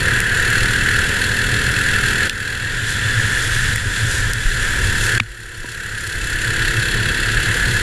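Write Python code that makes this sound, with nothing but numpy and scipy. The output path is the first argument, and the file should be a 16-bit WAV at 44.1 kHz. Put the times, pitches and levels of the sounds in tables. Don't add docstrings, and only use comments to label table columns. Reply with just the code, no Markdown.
import sys
import numpy as np
from scipy import signal
from scipy.fft import rfft, irfft, next_fast_len
from scipy.io import wavfile
from scipy.ndimage import uniform_filter1d, minimum_filter1d, map_coordinates

SR = 44100
rng = np.random.default_rng(int(sys.argv[2]) if len(sys.argv) > 2 else 0)


def waveform_to_disk(signal):
    frames = np.transpose(np.atleast_2d(signal))
    scaled = np.clip(frames, -1, 1) * 32767
    samples = np.round(scaled).astype(np.int16)
    wavfile.write(sys.argv[1], SR, samples)


def linear_from_db(decibels):
    return 10 ** (np.asarray(decibels, float) / 20)


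N = 344848
T = np.arange(N) / SR

# time_s, load_db on engine and case, side_wind_db, track_roughness_db
RIDE = [(0, -1.5, -2.5, -0.5), (.2, 3, -1, -1), (.9, 1, -0.5, 0.5), (1.4, -1, -1, 0), (1.95, 1, -0.5, .5),
        (2.55, 1, -0.5, 1), (2.8, -1, 0.5, 2), (3.3, 0, -0.5, 0), (3.85, -1, 2.5, 1.5),
        (4.2, -2, 0.5, -0.5), (4.6, -1, 1, -0.5), (5.1, 0, 0.2, -0.5), (5.45, -2, 1, 0), (5.8, 0.9, 1, 0),
        (6.3, -0.2, 0.5, -.5), (6.9, -1.5, -2.5, 0.5), (7.3, -0.8, -2, .5), (7.82, -1, 0, 0.5)]

# frequency_hz, density_db per Hz
BUFFET_SPECTRUM = [(4.7, -30), (8.0, -0.5), (27, -2), (59, -6.5), (90, -5), (120, -29), (200, -120)]
# centre_s, strength_db
GUSTS = [(0.205, -19), (0.444, -19.5), (0.624, -18.5), (1.666, -23), (2.34, -20), (2.619, -22),
         (2.754, -21), (3.497, -22.5), (3.647, -29), (3.931, -30), (4.195, -29), (4.47, -18), (4.829, -19),
         (5.014, -27), (5.303, -12), (5.463, -17), (5.617, -16), (5.872, -26), (6.221, -17), (6.395, -23),
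         (6.69, -17.5), (6.954, -20), (7.378, -17), (7.623, -19)]
# frequency_hz, width_hz, level_db
MOUNT_MODES = [(109, 18.8, 10.5), (145.6, 44, -9.5), (233, 26, -4.5)]
# centre_s, ring_db
RUTS = [(.19, -23), (.439, -20), (.634, -18.5), (.778, -22.5), (1.561, -23), (1.966, -17.5), (2.211, -22),
        (2.619, -23), (2.95, -20), (3.022, -21.5), (3.187, -13.5), (3.536, -27), (3.738, -16),
        (3.871, -17.5), (4.041, -13), (4.25, -17.5), (4.366, -21), (4.864, -21.5), (5.141, -18.5),
        (5.245, -13), (5.673, -23), (6.066, -18.5), (6.49, -16.5), (6.62, -19), (6.785, -14), (7.059, -30),
        (7.138, -27), (7.234, -21), (7.493, -19), (7.633, -25)]
# start_s, peak_db, swing_hz
JOLT = (4.455, -6, 27)
BUFFET_DB, BUFFET_FOLLOWS = -26.5, 0.9
BOOM_DB, BOOM_FOLLOWS = -27.5, 1.5
GUST_HALF_S, GUST_HZ, GUST_SPREAD = 0.039, 36, 0.265
RUT_HALF_S, RUT_HZ, RUT_SPREAD = 0.03, 109.2, 0.032

SHOWER_TIMES = [
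    2.9,
    3.45,
    4.14,
    5.05,
    7.55,
]
# level_db, half_length_s
SHOWER_SIZES = [(-30, .04), (-31, 0.34), (-28, 0.077), (-27.5, 0.056), (-35, 0.067)]
# start_s, peak_db
GRIT = [(4.976, -18), (5.009, -18), (5.028, -16), (4.3, -11), (5.0545, -9), (5.0675, -7), (1.3149, -17),
        (.5028, -4), (6.766, -23)]

# start_s, peak_db, ring_hz, ring_width_hz, snap_db
STONES = [(0.2037, 2, 2200, 900, 4), (.9123, -13, 2300, 900, 10), (2.2963, 9.5, 2900, 1000, -2),
          (2.2975, 3, 3500, 1000, -20), (3.7597, 3.5, 1950, 280, 9), (3.7807, -5, 1800, 220, -6),
          (4.184, -12, 2200, 900, 6), (4.3346, 2.5, 3500, 1500, 18), (5.1997, 13.5, 1300, 650, -14),
          (5.2006, 11, 2900, 900, -14), (5.2016, 17.5, 2330, 330, -20), (5.2025, 12, 3400, 900, -18),
          (5.204, -5, 225, 30, -60), (5.641, -22, 970, 30, -40), (5.643, -17, 480, 90, -50),
          (5.644, -14, 250, 80, -50), (6.075, -3, 2180, 900, 14), (6.561, -19, 2220, 880, 12),
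          (7.5657, -13, 2200, 900, 10)]
# frequency_hz, width_hz, level_db
SHELL_MODES = [(4700, 1800, -7), (8300, 1500, 0), (11500, 2500, -4), (19000, 2000, 2)]
# start_s, blow_db, length_s
SHOVE = (5.2058, 48, .004)

# time_s, firing_hz
FIRING = [(0, 38), (.28, 37.9), (.61, 38.9), (1.11, 39.7), (1.96, 40.7), (2.46, 40.7), (3.2, 41.7),
          (3.9, 42.8), (4.2, 40.2), (4.5, 37), (5.1, 35.8), (5.4, 35.2), (6.03, 34.2), (6.58, 34.2),
          (7.01, 34.4), (7.32, 35.3), (7.82, 36)]
# time_s, throttle from 0 to 1
THROTTLE = [
    (0, 1),
    (2.55, 1),
    (2.8, .3),
    (4.4, .25),
    (4.7, .5),
    (5.3, 1),
    (7.82, 1),
]
# multiple of the firing rate, high_revs_db, low_revs_db
EXHAUST_ORDERS = [(1, -35, -33), (2, -35, -35), (3, -37, -37), (4, -42, -44), (5, -40, -47), (6, -47, -48),
                  (7, -42.5, -58), (8, -52, -60), (9, -47, -47), (10, -43, -40.5), (11, -46, -55),
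                  (12, -46, -47), (13, -48, -45), (14, -52, -51), (15, -64, -52), (16, -60, -58),
                  (18, -54, -62), (19, -55, -59), (20, -66, -58), (22, -57, -62), (25, -58, -58)]
# frequency_hz, density_db per Hz
PIPE_SPECTRUM = [(80, -29), (130, -3.5), (180, -7), (300, -12.5), (420, -11), (530, -12), (610, -24.5),
                 (715, -19.5), (810, -26), (985, -14), (1120, -22), (1250, -27), (1620, -38), (2750, -120)]
# frequency_hz, density_db per Hz
CAVITY_SPECTRUM = [(650, -27), (1100, -27), (1170, -21.5), (1370, -7), (1550, -1), (1690, 2.5),
                   (1800, -0.5), (2150, -12.5), (2400, -17), (3120, -14.5), (5280, -120)]
# frequency_hz, width_hz, level_db
COVER_MODES = [(2653, 54, 4.5), (3353, 180, -4), (3935, 106, -4.5), (4290, 89, -1), (4630, 390, -11.5)]
# frequency_hz, width_hz, level_db
WALL_MODES = [(2360, 500, -4), (3395, 183, 5), (4060, 900, -3), (4710, 1300, -12)]
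# frequency_hz, width_hz, level_db
SEAM_MODES = [(5110, 890, -7), (5960, 415, -4.5), (7150, 544, -1), (9100, 740, -6.5), (10360, 1230, -12.5)]
# frequency_hz, width_hz, level_db
TINWARE_MODES = [(9200, 350, -2), (10230, 650, 2), (11660, 780, -2.5), (13500, 1600, -7.5)]
ROAR_DB, CLATTER_DB, FIZZ_DB, EXHAUST_DB = -19.5, -29.5, -29.5, -31.5
CLATTER_OPEN_DB, EXHAUST_OPEN_DB, ROAR_PER_REV_DB = 2, -1.15, 0.28
CLATTER_FOLLOWS, EXHAUST_FOLLOWS, FIZZ_FOLLOWS = 0.35, 0.61, 0.3


def unit(x):
    return x / np.sqrt(np.mean(x ** 2) + 1e-20)


def curves(rows):
    s, *columns = np.transpose(rows)
    return [np.interp(T, s, column) for column in columns]


def wobble(rate_hz):
    knots = rng.standard_normal(int(N * rate_hz / SR) + 4)
    return map_coordinates(knots, [T * rate_hz])


def filtered(x, response):
    size = next_fast_len(len(x) + SR // 2)
    spectrum = rfft(x, size) * response(np.fft.rfftfreq(size, 1 / SR))
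    return irfft(spectrum, size)[:len(x)]


def coloured(x, points):
    f, db = np.transpose(points)
    return unit(filtered(x, lambda hz: linear_from_db(np.interp(np.log(hz + 1), np.log(f + 1), db))))


def ringing(x, modes):
    def response(f):
        total = 0
        for k, (centre, width, db) in enumerate(modes):
            loss = 1j * f * width
            total = total + (-1) ** k * linear_from_db(db) * loss / (centre * centre - f * f + loss)
        return total
    return filtered(x, response)


def treble_only(hz):
    return 1 / np.sqrt(1 + (2100 / (hz + 1)) ** 6)


def swings(events, half_s, hz, spread):
    out, t = np.zeros(N + SR), np.arange(-SR // 4, SR // 4) / SR
    draws = rng.standard_normal((len(events), 2))
    for (s, db), (detune, phase) in zip(events, draws):
        swing = np.sin(2 * np.pi * hz * np.exp(spread * detune) * t + np.pi * phase)
        out[round(s * SR):][:len(t)] += linear_from_db(db) * np.exp(-(t / half_s) ** 2) * swing
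    return out[SR // 4:][:N]


def wind_buffet():
    wind_db = curves(RIDE)[1]
    level_db = BUFFET_DB + BUFFET_FOLLOWS * wind_db + 1.7 * wobble(10)
    steady = linear_from_db(level_db) * coloured(rng.standard_normal(N), BUFFET_SPECTRUM)
    return steady + swings(GUSTS, GUST_HALF_S, GUST_HZ, GUST_SPREAD)


def mount_boom():
    rough_db = curves(RIDE)[2]
    level_db = BOOM_DB + BOOM_FOLLOWS * rough_db + 1.3 * wobble(13)
    shaken = ringing(rng.standard_normal(N), MOUNT_MODES)
    boom = linear_from_db(level_db) * unit(ringing(shaken, [(106, 80, 0)]))
    s, db, hz = JOLT
    cycles = np.maximum(T - s, 0) * hz
    jolt = -linear_from_db(db) * np.sin(2 * np.pi * cycles) * np.exp(-1.1 * cycles)
    return boom + swings(RUTS, RUT_HALF_S, RUT_HZ, RUT_SPREAD) + jolt


def sand():
    grains = rng.standard_normal(N) * linear_from_db(8.3 * rng.standard_normal(N))
    dense = unit(ringing(grains, [(3520, 12000, -4.5), (7200, 4600, 2.5), (10600, 2200, -3.5)]))
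    shower = np.zeros(N)
    for s, (db, half_s) in zip(SHOWER_TIMES, SHOWER_SIZES):
        shower += linear_from_db(db) * np.exp(-((T - s) / half_s) ** 2)
    ticks = np.zeros(N)
    for s, db in GRIT:
        ticks[round(s * SR)] = -linear_from_db(db + 11)
    return shower * dense + ringing(ticks, SHELL_MODES)


def stones():
    out, pushes = np.zeros(N + SR), np.zeros(N)
    blow = -np.eye(1, 4096)[0]
    crumble = np.exp(-np.arange(len(blow)) / SR / 0.0011)
    for s, db, hz, width_hz, snap_db in STONES:
        ring = ringing(blow, [(hz, width_hz, 0)])
        ring = ringing(ring, [(hz, 4.8 * width_hz, 0)])
        gritty_blow = blow + 0.19 * rng.standard_normal(len(blow)) * crumble
        snap = ringing(gritty_blow, SHELL_MODES)
        crack = ring / np.abs(ring).max() + linear_from_db(snap_db) * snap / np.abs(snap).max()
        out[round(s * SR):][:len(blow)] += linear_from_db(db) * crack / np.abs(crack).max()
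    start_s, blow_db, length_s = SHOVE
    pushes[round(start_s * SR)] = -linear_from_db(blow_db)
    rocking = ringing(uniform_filter1d(pushes, size=round(length_s * SR)), MOUNT_MODES)
    return out[:N] + rocking


def firing_noise(cycle, depth, fade, lag):
    cycle = cycle - lag + 1
    since = cycle % 1 / fade
    strengths = linear_from_db(2 * rng.standard_normal(int(cycle.max()) + 1))
    flare = strengths[cycle.astype(int)] * (since * np.exp(1 - since)) ** 2
    return rng.standard_normal(N) * (1 + depth * flare)


def case_clatter(cycle, throttle):
    cover = ringing(firing_noise(cycle, 2.2, 0.13, 0.04), COVER_MODES)
    walls = ringing(rng.standard_normal(N), WALL_MODES)
    cover, walls = unit(filtered(cover, treble_only)), unit(filtered(walls, treble_only))
    share = 0.67 * throttle
    return np.sqrt(share) * cover + np.sqrt(np.abs(1 - share)) * walls


def thin_fizz(cycle, throttle):
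    seams = ringing(firing_noise(cycle, 0.7 * throttle, 0.15, 0.05), SEAM_MODES)
    tinware = ringing(firing_noise(cycle, 1.35 * throttle, 0.15, 0.02), TINWARE_MODES)
    both = unit(seams) + linear_from_db(-9 + 3.6 * throttle) * unit(tinware)
    return unit(filtered(both, treble_only))


def exhaust_tones(cycle, revs):
    tones = np.zeros(N)
    for order, high_db, low_db in EXHAUST_ORDERS:
        drift_db = 1.5 * wobble(4)
        slip = rng.uniform(0, 2 * np.pi) + 0.2 * wobble(3)
        size = linear_from_db(low_db + revs * (high_db - low_db) + drift_db + 4.2)
        tones += size * np.sin(2 * np.pi * order * cycle + slip)
    return tones


def engine():
    rate_hz = curves(FIRING)[0]
    cycle = np.cumsum(rate_hz) / SR
    revs = np.clip((rate_hz - 35) / (39 - 35), 0, 1)
    throttle = np.clip(curves(THROTTLE)[0], 0, 1)
    load_db, wind_db, rough_db = curves(RIDE)
    shake_db = 0.85 * wobble(22)
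    roar_db = ROAR_DB + load_db + ROAR_PER_REV_DB * revs + 0.56 * wobble(6)
    clatter_db = CLATTER_DB + CLATTER_FOLLOWS * load_db + CLATTER_OPEN_DB * throttle + rough_db + shake_db
    exhaust_db = EXHAUST_DB + EXHAUST_FOLLOWS * load_db + EXHAUST_OPEN_DB * throttle + 1.3 * wobble(4.4)
    fizz_db = FIZZ_DB + FIZZ_FOLLOWS * load_db + wind_db + shake_db
    rush = coloured(firing_noise(cycle, 0.32 * throttle, 0.2, 0.39), PIPE_SPECTRUM)
    roar = coloured(firing_noise(cycle, 0.55 * throttle, 0.2, -0.05), CAVITY_SPECTRUM)
    out = throttle * exhaust_tones(cycle, revs)
    out += linear_from_db(exhaust_db) * rush + linear_from_db(roar_db) * roar
    out += linear_from_db(clatter_db) * case_clatter(cycle, throttle)
    return out + linear_from_db(fizz_db) * thin_fizz(cycle, throttle)


def scene():
    return (wind_buffet() + mount_boom() + sand() + stones() + engine())[None]


def roll_off(x):
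    return signal.sosfilt(signal.butter(12, 16440, fs=SR, output="sos"), x)


def record(dry):
    need_db = np.minimum(0, -20 * np.log10(np.abs(dry[0]) + 1e-9))
    ahead = int(0.018 * SR)
    need_db = minimum_filter1d(need_db, ahead + 1, origin=-(ahead // 2))
    climb_db = 12.86 * T
    gain_db = np.minimum.accumulate(need_db - climb_db) + climb_db
    gain = linear_from_db(uniform_filter1d(gain_db, size=41))

    def port(hz):
        membrane = linear_from_db(-8 / (1 + (11950 / (hz + 1)) ** 60))
        return membrane / np.sqrt(1 + (hz / 15120) ** 160)
    mix = filtered(dry[0] * gain, port)
    return roll_off(mix[None])


dry = scene()
out = record(dry)
waveform_to_disk(out)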